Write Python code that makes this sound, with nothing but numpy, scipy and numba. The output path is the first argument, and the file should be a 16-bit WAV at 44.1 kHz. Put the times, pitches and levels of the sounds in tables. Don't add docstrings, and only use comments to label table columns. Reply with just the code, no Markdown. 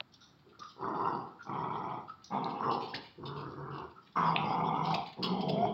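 import sys
import numpy as np
from scipy import signal
from scipy.fft import rfft, irfft
from scipy.io import wavfile
from scipy.ndimage import uniform_filter1d
from numba import njit

SR = 44100
rng = np.random.default_rng(int(sys.argv[2]) if len(sys.argv) > 2 else 0)


def log_audio(samples):
    frames = np.atleast_2d(samples).T
    limited = np.clip(frames, -1, 1)
    pcm = np.round(limited * 32767).astype(np.int16)
    wavfile.write(sys.argv[1], SR, pcm)


N = 252693
TIME = np.arange(N) / SR

# frequency in Hz, relative spectral density in dB.
AIR_SPECTRUM = [(30, -19.5), (100, 1), (200, 1.5), (360, -7.5), (560, -15), (850, -10.5), (1250, -10),
                (1700, -17), (2700, -23.5), (4400, -20.5), (5400, -28), (6200, -38.5), (7500, -22.5),
                (13000, -60.5)]
# mean delay in seconds, gain in dB.
REFLECTIONS = [(.0055, -21.5), (0.0143, -12), (0.0207, -20.5)]
# start in seconds, crack peak in dB, thump level in dB,
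# thump centre in Hz, thump decay time in seconds.
TAP = (0.0045, -21, -40, 480, .007)
# frequency in Hz, relative level in dB, time to fall 60 dB in seconds.
TAP_MODES = [(1280, -16, 0.01), (2700, -1.5, 0.0055), (3930, -3.5, 0.0058)]
# start in seconds, initial level in dB.
PAW_STEPS = [(0.29, -67), (0.588, -58), (2.939, -41)]
# start in seconds, level in dB,
# fade time in seconds, lowest resonance in Hz.
PAW_SCUFFS = [(0.135, -51.5, 0.0078, 3420), (0.205, -61, 0.063, 3600), (0.591, -45, 0.0075, 3700),
              (0.615, -60, 0.077, 3570), (.69, -59.5, 0.036, 3100), (1.42, -66.5, 0.063, 3900),
              (2.076, -68.5, 0.037, 2820), (4.015, -73, 0.077, 3300), (4.06, -64.5, 0.031, 1920),
              (5.124, -49, 0.0098, 2460), (2.24, -55.5, 0.034, 3740), (2.489, -52.5, 0.02, 2720),
              (2.708, -45, 0.036, 2940), (2.805, -50.5, 0.048, 2570), (2.88, -50, 0.029, 2900),
              (3.03, -54, 0.039, 2470), (2.94, -39, 0.019, 2920), (3.253, -49, 0.03, 2900),
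              (3.36, -55, 0.047, 2780), (3.48, -72, 0.075, 3470), (3.731, -61, 0.035, 2970),
              (3.78, -58, 0.011, 2970), (4.837, -50, 0.1, 3250), (4.938, -30.5, 0.01, 2570),
              (5.058, -48, 0.024, 2470), (5.225, -31.5, 0.025, 2860), (5.406, -40, 0.011, 2970),
              (5.482, -39.5, 0.019, 2980)]
# start in seconds, peak in dB, centre in Hz.
HARD_CLICKS = [(0.139, -48, 5000), (2.243, -42, 5550), (2.443, -31.5, 4050), (2.946, -32, 2580),
               (2.962, -33, 3900), (3.52, -52.5, 4200), (4.908, -36, 4636), (4.948, -29, 4610),
               (5.232, -26, 4350)]
# start and length in seconds, peak in dB,
# first and last frequency in Hz.
TOOTH_SLIP = (2.936, .012, -34, 1600, 2900)
# start in seconds, peak in dB.
TOOTH_KNOCKS = [(4.3618, -14), (4.3755, -39)]
# frequency in Hz, relative level in dB, time to fall 60 dB in seconds.
TOOTH_MODES = [(1800, -17, 0.004), (2570, 1, 0.01), (3020, -5.5, 0.011), (3510, -5.5, 0.01),
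               (4210, -14.5, 0.0075)]
# start and length in seconds, level in dB, resonance in Hz.
SNUFFLE_BREATHS = [(0.183, 0.066, -67, 1362), (0.447, 0.09, -60, 392), (0.525, 0.041, -56, 1324),
                   (0.585, 0.11, -50.5, 1228), (0.629, .009, -47, 1254), (1.295, 0.041, -57.5, 1240),
                   (1.384, 0.0543, -51, 1395), (2.075, 0.044, -46.5, 1293), (3.952, 0.051, -56.5, 1294)]
# start in seconds, peak in dB, mouth resonance in Hz.
THROAT_CATCHES = [(1.007, -24.5, 1043), (1.073, -22.5, 960), (1.471, -41.5, 960), (1.51, -33, 920),
                  (1.643, -28.5, 953), (2.607, -24, 990), (3.327, -37.5, 1110), (4.159, -25, 1086),
                  (4.228, -23, 1034), (4.283, -24, 1005), (4.306, -22.5, 936), (5.653, -21, 774)]
# start and length in seconds,
# first and last centre in Hz, level in dB.
LIP_FLARES = [ (1.066, 0.048, 5100, 5430, -67.5), (1.517, 0.12, 3160, 3230, -66),
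              (1.723, 0.048, 3170, 3630, -61), (1.812, 0.068, 5490, 5500, -74.5),
              (1.886, 0.064, 3000, 3300, -67), (2.311, 0.074, 830, 844, -40),
              (2.329, 0.094, 3530, 3350, -61.5), (2.619, 0.041, 1250, 1150, -37.5),
              (2.53, 0.075, 2710, 2750, -63.5), (3.699, 0.13, 2860, 2870, -63.5),
              (4.152, .16, 1100, 980, -32), (4.146, 0.11, 5460, 5440, -63), (4.241, .09, 5100, 4740, -54.5),
              (4.432, 0.13, 4900, 4940, -57), (4.648, 0.042, 5450, 5420, -63.5),
              (5.161, 0.047, 776, 764, -52.5), (5.218, 0.038, 1110, 1100, -43.5),
              (5.58, .14, 2120, 2300, -67)]
# time in seconds, frequency in Hz, level in dB.
CHEST_CURVES = [
    [(3.2, 143.7, -47), (3.3, 140, -52), (3.39, 147.5, -45), (3.48, 135.6, -53), (3.55, 138.3, -55),
     (3.6, 140, -51), (3.78, 138, -48.5), (3.83, 136.8, -58)],
    [(4.17, 171, -47.5), (4.378, 158.4, -42), (4.544, 158.9, -48.5), (4.612, 167.2, -38),
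     (4.76, 161.3, -46), (4.884, 153, -48.5), (4.91, 169, -41.5), (4.97, 170, -59)],
    [(5.28, 193.5, -51.5), (5.32, 190.3, -35), (5.39, 207.8, -49), (5.444, 189.3, -46.5),
     (5.578, 178.2, -36), (5.626, 185.5, -47), (5.666, 211, -48), (5.729, 208, -45)],
]
# time in seconds, frequency in Hz, level in dB.
WHINE_CURVE = [(5.478, 700, -46), (5.5, 656, -43), (5.535, 615, -49), (5.58, 678, -37.5),
               (5.63, 711.5, -30), (5.675, 706, -40.5), (5.729, 705, -39)]
# time and half-width in seconds,
# change of level in dB.
JAW_TUGS = [(1.059, 0.03, 4.5), (2.47, 0.011, 4), (3.385, 0.026, 4), (3.55, .018, -6), (3.641, .025, 0.5),
            (3.811, 0.055, 6), (5.63, 0.029, -1.5)]
# multiple of its centre, width in Hz, gain in dB.
MOUTH_FORMANTS = [(.66, 170, -6), (.83, 128.3, 1), (1.0, 164.5, 5), (1.15, 140, -3), (1.31, 169.7, -1.5),
                  (1.55, 220, -31.5)]
# time in seconds, centre in Hz.
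JAW_CURVES = [
    [(.77, 1040), (.88, 1015), (1.0, 1038), (1.08, 977), (1.3, 940)],
    [(1.46, 1036), (1.58, 960), (1.75, 992), (1.9, 920), (2.05, 970)],
    [(2.3, 833), (2.47, 906), (2.6, 877)],
    [(2.6, 1000), (2.65, 1034), (2.72, 900), (2.9, 887)],
    [(3.2, 1046), (3.38, 1100), (3.5, 1166), (3.63, 1180), (3.8, 1115), (3.95, 1000)],
    [(4.15, 1093), (4.25, 1012), (4.34, 917), (4.48, 905), (4.57, 912), (4.7, 920), (4.82, 947),
     (5.05, 810)],
    [(5.17, 800), (5.23, 1130), (5.3, 955), (5.42, 753), (5.52, 667), (5.65, 740), (5.73, 740)],
]
# centre in Hz, relative level in dB.
SNARL_FORMANTS = [
    [(1850, 0.5), (2780, -6.5), (3520, -7), (4680, -2), (5400, -11)],
    [(1980, 5), (2220, 4), (3250, -2), (3540, -15), (4560, -17.5), (5450, -14)],
    [(1600, -1.5), (2150, 2.5), (2700, -5.5), (3400, -8), (5500, -13.5)],
    [(1880, -4), (2780, -0.5), (3550, -15), (5420, -2)],
    [(2250, 9), (2950, 5), (3600, -2.5), (4500, 6), (5450, 4)],
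    [(2180, 8.5), (2850, -0.5), (3320, 2.5), (5020, -11), (5550, -14)],
    [(2170, -2), (3190, 5), (4680, -11.5), (5500, -15)],
]
# chest and nose resonance in Hz, nose gain relative to the chest
# in dB, rasp level relative to the mouth in dB.
THROAT_SHAPES = [ (166, 380, 3.5, -24), (149.7, 373, -5, -19.5), (208, 462, -3.5, -19.5),
                 (170, 420, 1.5, -22), (102, 371, 2.5, -27.5), (170, 452, -6, -17.5), (168, 422, -1, -13)]
# start, attack, hold, release and lag of the mouth's opening in seconds,
# mouth and chest level in dB, sag in dB per second, pulse rate in Hz.
GROWL_RUNS = [ (0.752, 0.077, .32, 0.24, 0.0035, -38, -41.5, 1.5, 122),
              (1.444, 0.052, 0.48, 0.1, 0.00038, -38.5, -43.5, 7, 135.6),
              (2.296, 0.028, 0.285, 0.093, 0.0, -36, -38.5, 26, 106.4),
              (2.574, 0.084, 0.054, 0.35, 0.0, -32.5, -36.5, 9, 109.8),
              (3.152, 0.041, 0.66, 0.09, 0.04, -49, -47, 2.5, 140),
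              (4.145, 0.027, 0.79, 0.15, 0.0, -34.5, -40.5, 1, 166.1),
              (5.162, 0.032, 0.49, 0.11, 0.037, -43, -39.5, -7.5, 185.2)]

JITTER, FLUTTER_HZ = .2, 44.91
FLUTTER_DB_PER_HZ = 0.03
MOUTH_TOP_HZ = 1540
NOSE_DIP_HZ, NOSE_DIP_Q, NOSE_DIP_SHARE = 571, 4.8, 0.68
LIP_RISE_OCTAVES_PER_S = 0.063


def from_db(db):
    return 10 ** (np.asarray(db) / 20)


def rms_one(x):
    return x / np.sqrt(np.mean(x ** 2) + 1e-20)


def even_power(x, span_s=0.027):
    size = int(span_s * SR)
    power = uniform_filter1d(uniform_filter1d(x * x, size), size)
    return x / np.sqrt(np.abs(power) + 1e-14)


def butter(x, hz, kind, order=2):
    sections = signal.butter(order, np.clip(hz, 10, .45 * SR), kind, fs=SR, output="sos")
    return signal.sosfilt(sections, x + 1e-18)


@njit
def two_pole(x, angle, r):
    y = np.zeros(len(x))
    for i in range(2, len(x)):
        drive = (1 - r * r) / 2 * (x[i] - x[i - 2])
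        y[i] = drive + 2 * r * np.cos(angle[i]) * y[i - 1] - r * r * y[i - 2]
    return y


def resonate(x, hz, width_hz):
    angle, r = np.ones(len(x)) * 2 * np.pi * hz / SR, np.exp(-np.pi * width_hz / SR)
    return two_pole(two_pole(x, angle, r), angle, r)


def add(track, s, sound):
    at = max(int(s * SR), 0)
    track[at:at + len(sound)] += sound[:N - at]


def drift(size, hz):
    slow = butter(rng.standard_normal(N + SR), hz, "low")[SR:]
    return rms_one(slow)[:size]


def struck(modes, t):
    return sum((-1) ** k * from_db(db - 60 * t / t60) * np.sin(2 * np.pi * hz * t)
               for k, (hz, db, t60) in enumerate(modes))


def air(level_db=-65):
    hz, db = np.transpose(AIR_SPECTRUM)
    gain = from_db(np.interp(np.log(np.fft.rfftfreq(N, 1 / SR) + 1), np.log(hz), db))
    return from_db(level_db) * rms_one(irfft(rfft(rng.standard_normal(N)) * gain, N))


def room(x, t60_s=0.48, tail_db=-5.5, wall_cut_hz=4800):
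    t = TIME[:SR]
    tail = rng.standard_normal(SR) * from_db(-60 * t / t60_s) * np.clip(t / 0.0027, 0, 1)
    response = butter(from_db(tail_db) * tail / np.linalg.norm(tail), wall_cut_hz, "low", order=3)
    for delay_s, db in REFLECTIONS:
        response[int(delay_s * rng.uniform(.85, 1.15) * SR)] += from_db(db)
    return signal.fftconvolve(x, response)


def moving_room(x, step_s=.16):
    out, step = np.zeros(N), int(step_s * SR)
    for centre in range(0, N + step - 1, step):
        at = np.arange(max(centre - step, 0), min(centre + step, N))
        add(out, at[0] / SR, room(x[at] * np.cos(np.pi / 2 * (at - centre) / step)))
    return x + out


def case_tap(width_hz=450, top_hz=4600):
    s, crack_db, thump_db, hz, fade_s = TAP
    out, t = np.zeros(N), TIME[:SR // 5]
    crack = butter(struck(TAP_MODES, t), top_hz, "low", order=6)
    thump = rms_one(resonate(rng.standard_normal(len(t)), hz, width_hz)) * np.exp(-t / fade_s)
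    add(out, s, from_db(crack_db) * crack / np.abs(crack).max() + from_db(thump_db) * thump)
    return out


def steps(fade_s=0.041, band_hz=(110, 520)):
    out, t = np.zeros(N), TIME[:SR // 4]
    for s, db in PAW_STEPS:
        thud = rms_one(butter(rng.standard_normal(len(t)), band_hz, "band"))
        add(out, s, from_db(db) * thud * np.exp(-t / fade_s))
    return out


def shuffles(per_s=7, db=-67.5, spread_db=3, fade_s=0.017, hz=2780, spread_octaves=0.3):
    rows = [((k + .5 + late / 2) / per_s, db + spread_db * loud, fade_s,
             hz * 2 ** (spread_octaves * bright))
            for k, (late, loud, bright) in enumerate(rng.uniform(-1, 1, (60, 3)))]
    return [row for row in rows if row[0] < N / SR]


def scuffs(grit_db=2.5, clump_db=2.8, spacing_hz=502, width_hz=400, scatter_hz=130, rise_s=0.003,
           bare_db=-21, top_band_db=-27):
    out, t = np.zeros(N), TIME[:SR // 2]
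    for s, db, fade_s, lowest_hz in PAW_SCUFFS + shuffles():
        grains = rng.standard_normal(len(t))
        grains *= from_db(grit_db * drift(len(t), 800) + clump_db * drift(len(t), 60))
        centres = lowest_hz + spacing_hz * np.arange(5) + scatter_hz * rng.standard_normal(5)
        ringing = sum(resonate(grains, hz, width_hz) for hz in centres)
        scrape = rms_one(ringing + from_db(bare_db) * butter(grains, 1400, "high"))
        top_band = from_db(top_band_db) * rms_one(butter(grains, 14000, "high", order=4))
        envelope = (1 - np.exp(-t / rise_s)) * np.exp(-(t / fade_s) ** 2 / 2)
        add(out, s, from_db(db) * (scrape + top_band) * envelope)
    return out


def clicks(width_hz=950, contact_s=0.0016):
    out, t = np.zeros(N), TIME[:SR // 20]
    for s, db, hz in HARD_CLICKS:
        crack = resonate(rng.standard_normal(len(t)) * np.exp(-t / contact_s), hz, width_hz)
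        add(out, s, from_db(db) * crack / np.abs(crack).max())
    return out


def squeak():
    s, length_s, db, first_hz, last_hz = TOOTH_SLIP
    out, progress = np.zeros(N), np.linspace(0, 1, int(length_s * SR))
    phase = 2 * np.pi * np.cumsum(first_hz + (last_hz - first_hz) * progress ** 3) / SR
    add(out, s, from_db(db) * np.sin(phase) * np.sin(np.pi * progress))
    return out


def knocks(low_hz=1500, top_hz=4100):
    out, t = np.zeros(N), TIME[:SR // 20]
    knock = butter(butter(struck(TOOTH_MODES, t), top_hz, "low", order=8), low_hz, "high")
    for s, db in TOOTH_KNOCKS:
        add(out, s, from_db(db) * knock / np.abs(knock).max())
    return out


def snuffles(width_hz=130, upper_hz=2700, upper_db=-34, rough_db=3, rough_hz=60):
    out = np.zeros(N)
    for s, length_s, db, hz in SNUFFLE_BREATHS:
        flow = rng.standard_normal(SR) * from_db(rough_db * drift(SR, rough_hz))
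        upper = from_db(upper_db) * resonate(flow, upper_hz, width_hz=1900)
        breath = (resonate(flow, hz, width_hz) + upper)[:int(length_s * SR)]
        add(out, s, from_db(db) * rms_one(breath) * signal.windows.tukey(len(breath), .6))
    return out


def catches(width_hz=220):
    out = np.zeros(N)
    for s, db, hz in THROAT_CATCHES:
        ringing = resonate(signal.unit_impulse(SR // 20, 2), hz, width_hz)
        pop = butter(ringing, MOUTH_TOP_HZ, "low", order=3)
        add(out, s, from_db(db) * pop / np.abs(pop).max())
    return out


def cycle_starts(hz, jitter, size):
    at = np.cumsum(np.exp(jitter * rng.standard_normal(400)) * SR / hz).astype(int)
    return at[at < size]


def throat_pulses(size, pitch_hz, flutter_db, flutter_jitter=0.287, puff_s=0.0095):
    swells = np.r_[0, cycle_starts(FLUTTER_HZ, flutter_jitter, size + SR // 10)]
    closures = cycle_starts(pitch_hz, JITTER, size)
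    flutter = np.cos(2 * np.pi * np.interp(closures, swells, np.arange(len(swells))))
    pulses = np.zeros(size)
    pulses[closures] = from_db(flutter_db * flutter)
    puff_envelope = signal.lfilter([1], [1, -np.exp(-1 / (puff_s * SR))], pulses)
    return rms_one(pulses), rms_one(puff_envelope * rng.standard_normal(size))


def flares(width_hz=330, pitch_hz=140, breath=2.1, flutter_db=2.0):
    out = np.zeros(N)
    for s, length_s, first_hz, last_hz, db in LIP_FLARES:
        size = int(length_s * SR)
        pulses, puffs = throat_pulses(size, pitch_hz, flutter_db)
        ringing = resonate(pulses + breath * puffs, np.linspace(first_hz, last_hz, size), width_hz)
        add(out, s, from_db(db) * rms_one(ringing) * signal.windows.tukey(size, .3))
    return out


def tone(curve, waver, rough_db, octave_db):
    s, hz, db = np.transpose(curve)
    out, t = np.zeros(N), TIME[int(s[0] * SR):int(s[-1] * SR)]
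    phase = 2 * np.pi * np.cumsum(np.interp(t, s, hz) * (1 + waver * drift(len(t), 60))) / SR
    level = from_db(np.interp(t, s, db) + rough_db * drift(len(t), 50))
    wave = np.sqrt(2) * (np.sin(phase) + from_db(octave_db) * np.sin(2 * phase))
    add(out, s[0], level * wave * signal.windows.tukey(len(t), .06))
    return out


def voiced_tones():
    chest = sum(tone(curve, waver=0.034, rough_db=2.0, octave_db=-16.5) for curve in CHEST_CURVES)
    return chest + tone(WHINE_CURVE, waver=0.013, rough_db=3.5, octave_db=-29)


def envelope_db(t, attack_s, hold_s, release_s, sag_db_per_s, fade_db=25):
    rise = np.minimum(t / attack_s - 1, 0)
    fall = np.maximum((t - attack_s - hold_s) / release_s, 0)
    return fade_db * (rise - fall) - sag_db_per_s * t


def growl(run, throat, jaw, snarl, breath=1.12, snap=0.05, tremble_hz=14, waver_db=1.0,
          flicker_db=5.5, chest_tug_share=0.076):
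    s, attack_s, hold_s, release_s, lag_s, mouth_level_db, chest_level_db, sag, pitch_hz = run
    chest_hz, nose_hz, nose_db, rasp_db = throat
    t = TIME[:int((attack_s + hold_s + release_s) * SR)]

    def shaken(hz, share):
        return hz * np.exp(share * drift(len(t), tremble_hz))

    tug_db = sum(db * np.exp(-((s + t - at_s) / width_s) ** 2 / 2) for at_s, width_s, db in JAW_TUGS)
    mouth_db = mouth_level_db + envelope_db(t - lag_s, attack_s, hold_s - lag_s, release_s, sag)
    mouth_db += tug_db + waver_db * drift(len(t), tremble_hz)
    chest_db = chest_level_db + envelope_db(t, attack_s, hold_s, release_s, sag)
    chest_db += chest_tug_share * tug_db
    mouth_hz = shaken(np.interp(s + t, *np.transpose(jaw)), 0.044)
    lip_lift = 2 ** (LIP_RISE_OCTAVES_PER_S * (t - t.mean()))

    pulses, puffs = throat_pulses(len(t), pitch_hz, FLUTTER_DB_PER_HZ * pitch_hz)
    flow = pulses + breath * puffs
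    flow -= NOSE_DIP_SHARE * signal.lfilter(*signal.iirpeak(NOSE_DIP_HZ, NOSE_DIP_Q, fs=SR), flow)
    chest = resonate(flow, shaken(chest_hz, .08), width_hz=150)
    nose = from_db(nose_db) * resonate(flow, shaken(nose_hz, .08), width_hz=180)
    mouth = sum((-1) ** i * from_db(db) * resonate(flow, ratio * mouth_hz, width_hz)
                for i, (ratio, width_hz, db) in enumerate(MOUTH_FORMANTS))
    rasp = np.zeros(len(t))
    for hz, db in snarl:
        gain = from_db(db + flicker_db * drift(len(t), tremble_hz))
        ringing = resonate(puffs + snap * pulses, shaken(hz * lip_lift, 0.017), width_hz=230)
        rasp += gain * rms_one(ringing)

    body = even_power(butter(chest - nose, MOUTH_TOP_HZ, "low", order=3))
    muzzle = even_power(butter(mouth, MOUTH_TOP_HZ, "low", order=5))
    muzzle += from_db(rasp_db) * even_power(rasp)
    return (from_db(chest_db) * body + from_db(mouth_db) * muzzle) * signal.windows.tukey(len(t), .02)


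def growls():
    out = np.zeros(N)
    for run, throat, jaw, snarl in zip(GROWL_RUNS, THROAT_SHAPES, JAW_CURVES, SNARL_FORMANTS):
        add(out, run[0], growl(run, throat, jaw, snarl))
    return out


def scene(tone_room_share=0.33):
    voices = growls() + flares() + catches() + snuffles()
    tones = voiced_tones()
    contacts = scuffs() + clicks() + knocks() + squeak() + steps()
    in_room = moving_room(voices + contacts + tone_room_share * tones)
    return (in_room + (1 - tone_room_share) * tones + case_tap() + air())[None]


def record(dry, low_hz=58, top_hz=6730, cutoff_hz=15800, leak_db=-15, top_band_db=-7, hiss_db=-90):
    hiss = from_db(hiss_db) * rms_one(butter(rng.standard_normal(dry.shape), 12000, "high", order=4))
    leak = from_db(leak_db) * butter(dry, [6200, 8200], "band", order=4)
    top_band = from_db(top_band_db) * butter(dry, 16000, "high", order=4)
    passband = butter(butter(dry, low_hz, "high"), top_hz, "low", order=20)
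    steep_low_pass = signal.ellip(10, .1, 80, cutoff_hz, fs=SR, output="sos")
    return signal.sosfilt(steep_low_pass, passband + leak + top_band + hiss)


dry = scene()
out = record(dry)
log_audio(out)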